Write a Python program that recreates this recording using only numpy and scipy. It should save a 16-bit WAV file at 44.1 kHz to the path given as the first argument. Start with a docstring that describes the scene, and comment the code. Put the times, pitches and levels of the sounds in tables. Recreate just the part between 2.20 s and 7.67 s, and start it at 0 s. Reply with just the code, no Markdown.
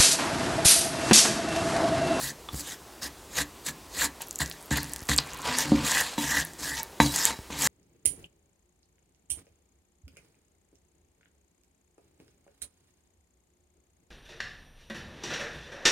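"""A wooden spoon stirs flour into oil in a ceramic bowl on a wooden table, in a humming kitchen.
From the start, quick strokes grind grit on the glaze; stick-slip friction rings spoon, bowl and table.
A light double tap follows, then the first of scattered knocks on the bowl's wall, low thumps and catches.
From about 2 s small bubbles pop in the paste. Near 3 s the stirring slows to folding, with two brief
hums under the drag, and the hardest knock falls shortly before the end."""
import sys
import numpy as np
from scipy import signal
from scipy.io import wavfile
from scipy.ndimage import uniform_filter1d

SR = 44100
rng = np.random.default_rng(int(sys.argv[2]) if len(sys.argv) > 2 else 0)


def bounce(signal):
    """Save signal as a 16-bit WAV file at the path given by the first command-line argument."""
    frames = np.transpose(np.atleast_2d(signal))
    limited = np.clip(frames, -1, 1)
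    pcm = np.round(limited * 32767).astype(np.int16)
    wavfile.write(sys.argv[1], SR, pcm)


N = 241403
TIME = np.arange(N) / SR
CONTROL_TIME = TIME[::16]
SLOW_FROM_S, PASTE_FROM_S = 2.95, 2.1

# Kitchen noise spectrum: (frequency [Hz], relative density [dB])
KITCHEN_SPECTRUM = [(34, -1), (52, 18), (61, 5), (161, -4), (362, 3), (483, -1.5), (981, -2.5), (1700, -10),
                    (7010, -12.5), (12800, -17.5), (15800, -20.5)]
# Strokes on the glaze: (time [s], hold [s], grit level [dB], rise [ms], swell over the hold [dB],
# blade [dB re grit], table [dB re grit], bowl [dB re grit], treble tilt [dB/octave], rasp [Hz])
STROKES = [(0.025, 0.079, -32.5, 120, -2.5, -6, -13, -27, 1.5, 4000),
           (0.329, 0.078, -45, 15, 9, -18, -16, -32, 4.5, 4800),
           (0.479, 0.061, -40, 270, -0.5, -8, -19, -25, -0.5, 3400),
           (0.82, 0.047, -35, 9.6, 1, -8.5, -12.5, -25, -0.5, 5140),
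           (1.181, 0.037, -27, 78, -2, -9, -13.5, -34, -2, 3680),
           (1.464, 0.025, -34.5, 33, 4, -8.5, -9, -39, 0.5, 3850),
           (1.796, 0.056, -28, 100, 4, -6, -13.5, -21, -0.5, 4100),
           (2.008, .016, -42, 5, 1.5, -11, -21, -40, -4, 2970),
           (2.203, 0.021, -28.5, 16.4, -3, -1.5, -7, -25, -1, 4140),
           (2.508, 0.031, -33, 3.3, -0.5, 3.5, -14, -11, -2.5, 3980),
           (2.555, 0.025, -36, 30, 4.5, -7, -2.5, -22, -4.5, 4350),
           (2.602, 0.23, -44, 37, -14.5, 2, -3, -9, -3, 4200),
           (2.889, 0.05, -26, 3.8, -4, -6.5, -9.5, -21, -2.5, 3840),
           (2.97, 0.27, -45, 70, -1.5, -40, -6, -24, -11.5, 4300),
           (3.259, 0.094, -29.5, 60, -2.5, -9, -23, -29, -8.5, 4400),
           (3.392, 0.037, -28.5, 110, -2.5, -5, -15, -9, -1.5, 5500),
           (3.444, 0.2, -38.5, 73, 2, -40, 2, -20, -8.5, 4500),
           (3.659, 0.15, -27.5, 63, 1, -3.5, -35, -26, -2.5, 3970),
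           (3.863, 0.12, -36, 220, -8, -37, -22, -29, -5.5, 4100),
           (3.979, .22, -33.5, 4, 4.5, 0, -11, -17, -1.7, 3140),
           (4.393, 0.025, -43.5, 16, -1.5, -12, -3, -16, 0, 5400),
           (4.435, 0.12, -33.5, 65, -5, -0.5, -13.5, -19, -0.7, 4530),
           (4.566, 0.027, -38.5, 71, 2.5, -7, -14, -1.5, -2, 5950),
           (4.801, 0.057, -29, 1.2, -1, -25, -0.5, -26, -2, 4030),
           (4.945, 0.13, -29, 127, -0.5, -6.5, -24, -36, 0.3, 5340),
           (5.087, 0.018, -31.5, 220, -1, -16, -16.5, -3, -5.5, 4170),
           (5.304, 0.079, -42, 16, 2, -40, -3.5, -11, -6, 3940),
           (5.391, 0.11, -31.5, 47, 11, -7.5, -15.5, -13, -0.4, 4000)]
# Friction noise spectrum: (frequency [Hz], relative density [dB])
GRIT_SPECTRUM = [(300, -16), (550, -10.5), (1100, -11.5), (2900, -8.5), (3800, -7), (5400, -5),
                 (7200, -1.5), (8100, -4), (9200, -10), (11500, -8.5), (14500, -16), (15800, -18),
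                 (16100, -52)]
# Spoon modes, one of the handle, then two of the blade: (frequency [Hz], bandwidth [Hz], level [dB])
SPOON_MODES = [(1050, 267, 7), (1672, 192, 2), (1962, 178, 0.5)]
# Modes of bowl, table top and the table swaying on its legs: (frequency [Hz], level [dB], t60 [s])
BOWL_MODES = [(921, 0, 0.17), (931, -3, 0.17), (2252, -11, 0.3), (3930, 1, 0.36), (3940, 0, 0.36),
              (4790, -5, .12), (5940, -2, 0.045)]
TABLE_MODES = [(226, 0, 0.17), (259, -7, 0.25), (291, 0, 0.22), (366, -9, 0.07), (543, -6, 0.09),
               (730, -11, .06)]
LEG_MODES = [(68.6, 1, 0.25), (132.5, 2, 0.12), (162.3, -7.5, 0.37)]
# Reverberation time of the room: (frequency [Hz], t60 [s])
ROOM_DECAY = [(1000, 0.22), (12000, 0.05)]
# A contact and its bounce: (time [s], peak level [dB])
TAPS = [(0.2877, -24.5), (0.29, -24)]
# Modes rung by a tap: (frequency [Hz], level [dB], t60 [s])
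TAP_MODES = [(1120, -0.81, 0.022), (3470, -0.68, 0.014)]
# Spoon impacts: (time [s], spoon peak [dB], table peak [dB], bowl peak [dB], legs peak [dB], contact [ms])
KNOCKS = [(0.33, -35, -38, -63, -31.5, 0.21), (2.006, -34, -59, -37.5, -59, 0.32),
          (2.206, -19, -30.5, -47, -27.5, 0.18), (2.512, -18, -21, -50, -22.5, 0.17),
          (2.891, -30, -25, -54, -24.5, 0.48), (2.9877, -13.5, -41, -56, -38, 0.18),
          (3.519, -28, -7.5, -34, -40, 0.51), (3.9811, -23, -20.5, -23, -42, 0.15),
          (4.802, 2, -13.5, -13, -30, 0.13), (5.107, -21, -53, -53, -46, 0.24),
          (5.303, -25, -37, -71, -42, 0.75)]
# Low thumps: (time [s], peak level [dB], frequency [Hz])
THUMPS = [(0.344, -24.5, 59), (2.821, -29, 60), (5.19, -27, 60)]
# Jolts of the blade as its edge catches: (time [s], peak level [dB])
CATCHES = [(1.1868, -18), (1.2255, -33), (2.2179, -20), (2.574, -24), (2.5839, -20.5), (2.8894, -21),
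           (2.916, -15.5), (3.7713, -13), (4.1696, -15)]
# Mean rate of faint bubble bursts: (time [s], rate [1/s])
FIZZ_RATE = [(1.95, 0.47), (2.05, 146), (3.3, 220), (3.6, 10)]
# Distinct bubble bursts: (time [s], peak level [dB], frequency [Hz], rise to peak [cycles])
POPS = [(2.0199, -12.5, 11000, 0.79), (2.0845, -27, 12300, 2.3), (2.1099, -15.5, 7040, 1.1),
        (2.1583, -15, 7400, 1.5), (2.189, -18, 7400, 2.4), (2.2605, -18.5, 6200, 0.9),
        (2.299, -18, 12600, 0.55), (2.3136, -21.5, 4230, 0.68), (2.5728, -15.5, 12200, 1.8),
        (2.6315, -14.5, 12000, 0.6), (2.6962, -26, 9000, 0.71), (2.7354, -11.5, 8460, 1),
        (2.762, -13.5, 7700, 0.33), (2.9634, -12, 7550, 2.2), (2.9784, -7.5, 8140, 2.9),
        (2.9832, -4, 4580, 2), (2.9871, -1.5, 4400, 0.91), (3.1343, -22.5, 7150, 1.8),
        (3.219, -22.5, 7300, 1.1), (3.386, -4, 7800, 1.1), (3.7172, -7.5, 6760, 1.1),
        (3.806, -9, 13100, 1.5), (4.2504, -17, 10870, 1.5), (4.6319, -10, 13900, 0.73),
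        (4.961, -5, 7700, 1.04), (5.0534, 4, 7660, 1.83), (5.4218, -9, 7930, 2.2)]
# Thin tones under the slow drag: (time [s], duration [s], frequency [Hz], level [dB])
HUMS = [(3.228, 0.13, 974, -33.5), (3.277, 0.17, 252, -38.5)]


def gain_of(db):
    """Amplitude ratio: tenfold for every 20 dB."""
    return 10 ** (np.asarray(db) / 20)


def unit_rms(x):
    """Normalisation to unit mean power."""
    return x / np.sqrt(np.mean(x ** 2) + 1e-20)


def at_peak(db, sound):
    """Normalisation to a given peak level."""
    return gain_of(db) * sound / abs(sound).max()


def curve_at(points, hz):
    """Interpolation on a logarithmic frequency axis."""
    frequency, value = np.transpose(points)
    return np.interp(np.log(hz + 1), np.log(frequency + 1), value)


def add(mix, start_s, sound):
    """Superposition: a sound sums into the mix from its onset."""
    part = mix[round(start_s * SR):][:len(sound)]
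    part += sound[:len(part)]


def ringing(modes, length_s, turn=-1):
    """Modal impulse response: damped sinusoids, the k-th weighted by turn ** k."""
    t = np.arange(round(length_s * SR)) / SR
    return sum(turn ** k * gain_of(db - 60 * t / t60) * np.sin(2 * np.pi * hz * t)
               for k, (hz, db, t60) in enumerate(modes))


def wood(modes, turn):
    """Damped wood: each mode's decay time is inversely proportional to its bandwidth."""
    return ringing([(hz, db, np.log(1000) / np.pi / width) for hz, width, db in modes], .04, turn)


def kitchen():
    """Spectrally shaped noise: a steady background and low hum whose bands drift a little."""
    frames, hz = N // 512 + 5, np.fft.rfftfreq(2048, 1 / SR)
    real, imaginary, drift = rng.standard_normal((frames, 1025, 3)).T
    drift = unit_rms(uniform_filter1d(uniform_filter1d(drift, 20, 0), 8, 1))
    spectrum = (real + 1j * imaginary) * gain_of(curve_at(KITCHEN_SPECTRUM, hz)[:, None] + 0.98 * drift)
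    return gain_of(-48) * unit_rms(signal.istft(spectrum, nperseg=2048, noverlap=1536)[1][:N])


def stroke_envelopes():
    """Sliding contact: each stroke's amplitude rises, swells or sags, and decays as the edge lifts."""
    start, hold, level_db, rise_ms, swell_db = np.transpose(STROKES)[:5, :, None]
    t = CONTROL_TIME - start
    rise_db = 30 * 1000 / rise_ms * np.minimum(t, 0)
    since_lift = np.maximum(t - hold, 0)
    lift_db = np.where(start < SLOW_FROM_S, 797, 365) * since_lift  # slow strokes trail off longer
    smear_db = 11 + 130 * since_lift  # clinging paste leaves a faint tail
    fall_db = np.where(start < PASTE_FROM_S, lift_db, np.minimum(lift_db, smear_db))
    return gain_of(level_db + swell_db * np.clip(t / hold, 0, 1) + rise_db - fall_db)


def slips(per_s, spread_db, judder_db, judder_ms):
    """Stick-slip friction: dense random impulses of uneven size whose strength stutters."""
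    hit = rng.random(N) < per_s / SR
    size = gain_of(spread_db * np.minimum(rng.exponential(1, N), 5)) * rng.standard_normal(N)
    span = round(judder_ms * SR / 1000)
    judder = unit_rms(uniform_filter1d(uniform_filter1d(rng.standard_normal(N), span), span))
    return unit_rms(hit * size * gain_of(judder_db * judder))


def grit(power):
    """Friction noise: fine slips, coloured by each stroke in proportion to its power."""
    fine = slips(per_s=14000, spread_db=2.1, judder_db=1.3, judder_ms=5)
    hz, t, spectrum = signal.stft(fine, SR, nperseg=256)
    tilt, rasp_hz = (np.interp(t, CONTROL_TIME, np.sum(column * power, 0) / power.sum(0))
                     for column in np.transpose(STROKES)[8:, :, None])
    octaves = np.log2((hz[:, None] + 1) / rasp_hz)
    peak_db = 5 * np.exp(-(octaves / .2) ** 2)
    dip_db = -4.5 * np.exp(-((octaves - np.log2(1.4)) / .2) ** 2)
    rasp_db = (peak_db + dip_db) * np.where(t < SLOW_FROM_S, 1, .5)
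    tilt_db = np.log2(np.maximum(hz, 2500) / 6000)[:, None] * tilt
    colour = gain_of(curve_at(GRIT_SPECTRUM, hz)[:, None] + tilt_db + rasp_db)
    colour /= np.sqrt(np.mean(colour ** 2, 0))
    drift = rng.standard_normal(spectrum.shape[::-1]).T  # contact spots move, so the colour drifts
    drift = unit_rms(uniform_filter1d(uniform_filter1d(drift, 6, 0), 8, 1))
    return unit_rms(signal.istft(spectrum * colour * gain_of(2.5 * drift), SR, nperseg=256)[1][:N])


def stirring():
    """Forced vibration: grit hisses under the edge while coarser slips drive spoon, table and bowl."""
    power = stroke_envelopes() ** 2 + 1e-30
    start, hold, *_, blade_db, table_db, bowl_db, tilt, _ = np.transpose(STROKES)[:, :, None]

    def drive(db):
        """Incoherent summation: the weighted strokes add in power."""
        return np.interp(TIME, CONTROL_TIME, np.sqrt(np.sum(gain_of(db) ** 2 * power, 0)))

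    out = drive(0) * grit(power)
    coarse = slips(per_s=2500, spread_db=2.5, judder_db=2.2, judder_ms=4)
    blade = wood(SPOON_MODES[1:], turn=-1)
    hollow = np.convolve(blade, blade * gain_of(-4000 * TIME[:len(blade)]))  # narrows the two modes
    build_s = 0.67 * hold  # the blade's hollow builds to its full ring at 115 dB/s
    hollow_db = blade_db - 115 * np.clip(start + build_s - CONTROL_TIME, 0, build_s)
    table = ringing(TABLE_MODES, .5) + gain_of(-2.5) * ringing(LEG_MODES, .5)
    bowl = ringing(BOWL_MODES, .4) * gain_of(-250 * TIME[:round(.4 * SR)])
    soft_bowl = np.convolve(bowl, np.hanning(round(.45 * SR / 1000)))  # the soft wooden edge rounds off each contact
    handle = wood(SPOON_MODES[:1], turn=1)
    handle_db = -17 - 1.17 * tilt  # a dull, dragging contact bends the handle more
    for body, db in (hollow, hollow_db), (table, table_db), (soft_bowl, bowl_db), (handle, handle_db):
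        out += signal.oaconvolve(coarse * drive(db), body / np.linalg.norm(body))[:N]
    return out


def reverberation(x):
    """Diffuse reflection: sparse echoes of random sign, the treble decaying fastest."""
    echoes = np.zeros(SR // 2)
    slots = np.arange(100, len(echoes) - 20, 20)
    echoes[slots + rng.integers(0, 20, len(slots))] = rng.choice([-1., 1.], len(slots))
    hz, t, spectrum = signal.stft(echoes, SR, nperseg=256)
    decay = gain_of(-60 * t / curve_at(ROOM_DECAY, hz)[:, None])
    tail = signal.istft(spectrum * decay, SR, nperseg=256)[1]
    return signal.oaconvolve(x, tail / np.linalg.norm(tail))[:N]


def taps():
    """Rebound: a small hard contact bounces once and rings the same modes twice."""
    out, ring = np.zeros(N), ringing(TAP_MODES, .06)
    for start, db in TAPS:
        add(out, start, at_peak(db, ring))
    return out


def knocks():
    """Impact: a force pulse excites spoon, table top, bowl and legs; longer contact gives less treble."""
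    out = np.zeros(N)
    top = signal.lfilter(*signal.butter(2, 150, "high", fs=SR), ringing(TABLE_MODES, .5, turn=0.9))
    bodies = wood(SPOON_MODES, turn=1), top, ringing(BOWL_MODES, .44, turn=0.78), ringing(LEG_MODES, .32)
    for start, *levels, contact_ms in KNOCKS:
        push = -np.hanning(round(contact_ms * SR / 1000) + 2)
        for body, db in zip(bodies, levels):
            add(out, start, at_peak(db, signal.oaconvolve(body, push)))
    return out


def thumps():
    """Heavily damped oscillation: a downward step swings back and settles within a cycle or two."""
    out, t = np.zeros(N), np.arange(4000) / SR
    for start, db, hz in THUMPS:
        add(out, start, -gain_of(db) * np.exp(-t * hz / 0.27) * np.cos(2 * np.pi * hz * t))
    return out


def catches():
    """Free vibration: the edge catches and jumps, leaving the blade to ring briefly."""
    out, blade = np.zeros(N), wood(SPOON_MODES[1:], turn=-1.1)
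    for start, db in CATCHES:
        add(out, start, at_peak(db, blade))
    return out


def pop(db, hz, cycles):
    """Film rupture: a bubble gives a few cycles that swell fast and die slower, with a weak overtone."""
    turns = TIME[:400] * hz
    overtone = gain_of(-9.5) * np.sin(2 * np.pi * min(1.6, 15000 / hz) * turns)
    envelope = turns ** 2 * np.exp(-2 * turns / cycles)
    return at_peak(db, envelope * (np.sin(2 * np.pi * turns) + overtone))


def bubbles():
    """Bursting bubbles: distinct pops stand over a faint fizz, a random point process of varying rate."""
    out = np.zeros(N)
    for start, db, hz, cycles in POPS:
        add(out, start, pop(db, hz, cycles))
    position, draw, size, pitch = rng.random((1200, 4)).T
    starts = position * N / SR
    chance = np.interp(starts, *np.transpose(FIZZ_RATE)) * N / SR / len(starts)
    for k in np.flatnonzero(draw < chance):
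        add(out, starts[k], pop(db=-44 + 18 * size[k] ** 2, hz=5500 * 2.6 ** pitch[k], cycles=1.2))
    return out


def hums():
    """Amplitude modulation: thin tones swell, waver slightly and fade."""
    out = np.zeros(N)
    for start, length, hz, db in HUMS:
        t = np.arange(0, length, 1 / SR)
        waver = unit_rms(uniform_filter1d(rng.standard_normal(N // 8), 900))[:len(t)]
        envelope = gain_of(db + 2 * waver) * np.sin(np.pi * t / length) ** .5
        add(out, start, envelope * np.sin(2 * np.pi * hz * t))
    return out


def scene():
    """Superposition of direct sound, reverberation, thumps and background, equal on both channels."""
    direct = stirring() + knocks() + taps() + bubbles() + catches() + hums()
    mono = direct + gain_of(-14) * reverberation(direct) + thumps() + kitchen()
    return np.array([mono, mono])


def record(dry):
    """Band limiting and saturation: the microphone loses deep bass, clips peaks and cuts the top treble."""
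    thin = signal.sosfilt(signal.butter(4, 48, "high", fs=SR, output="sos"), dry)
    lowpass = signal.firwin(511, 16365, window=("kaiser", 9), fs=SR)
    return signal.oaconvolve(np.clip(thin, -1, 1), lowpass[None], "same")


dry = scene()
out = record(dry)
bounce(out)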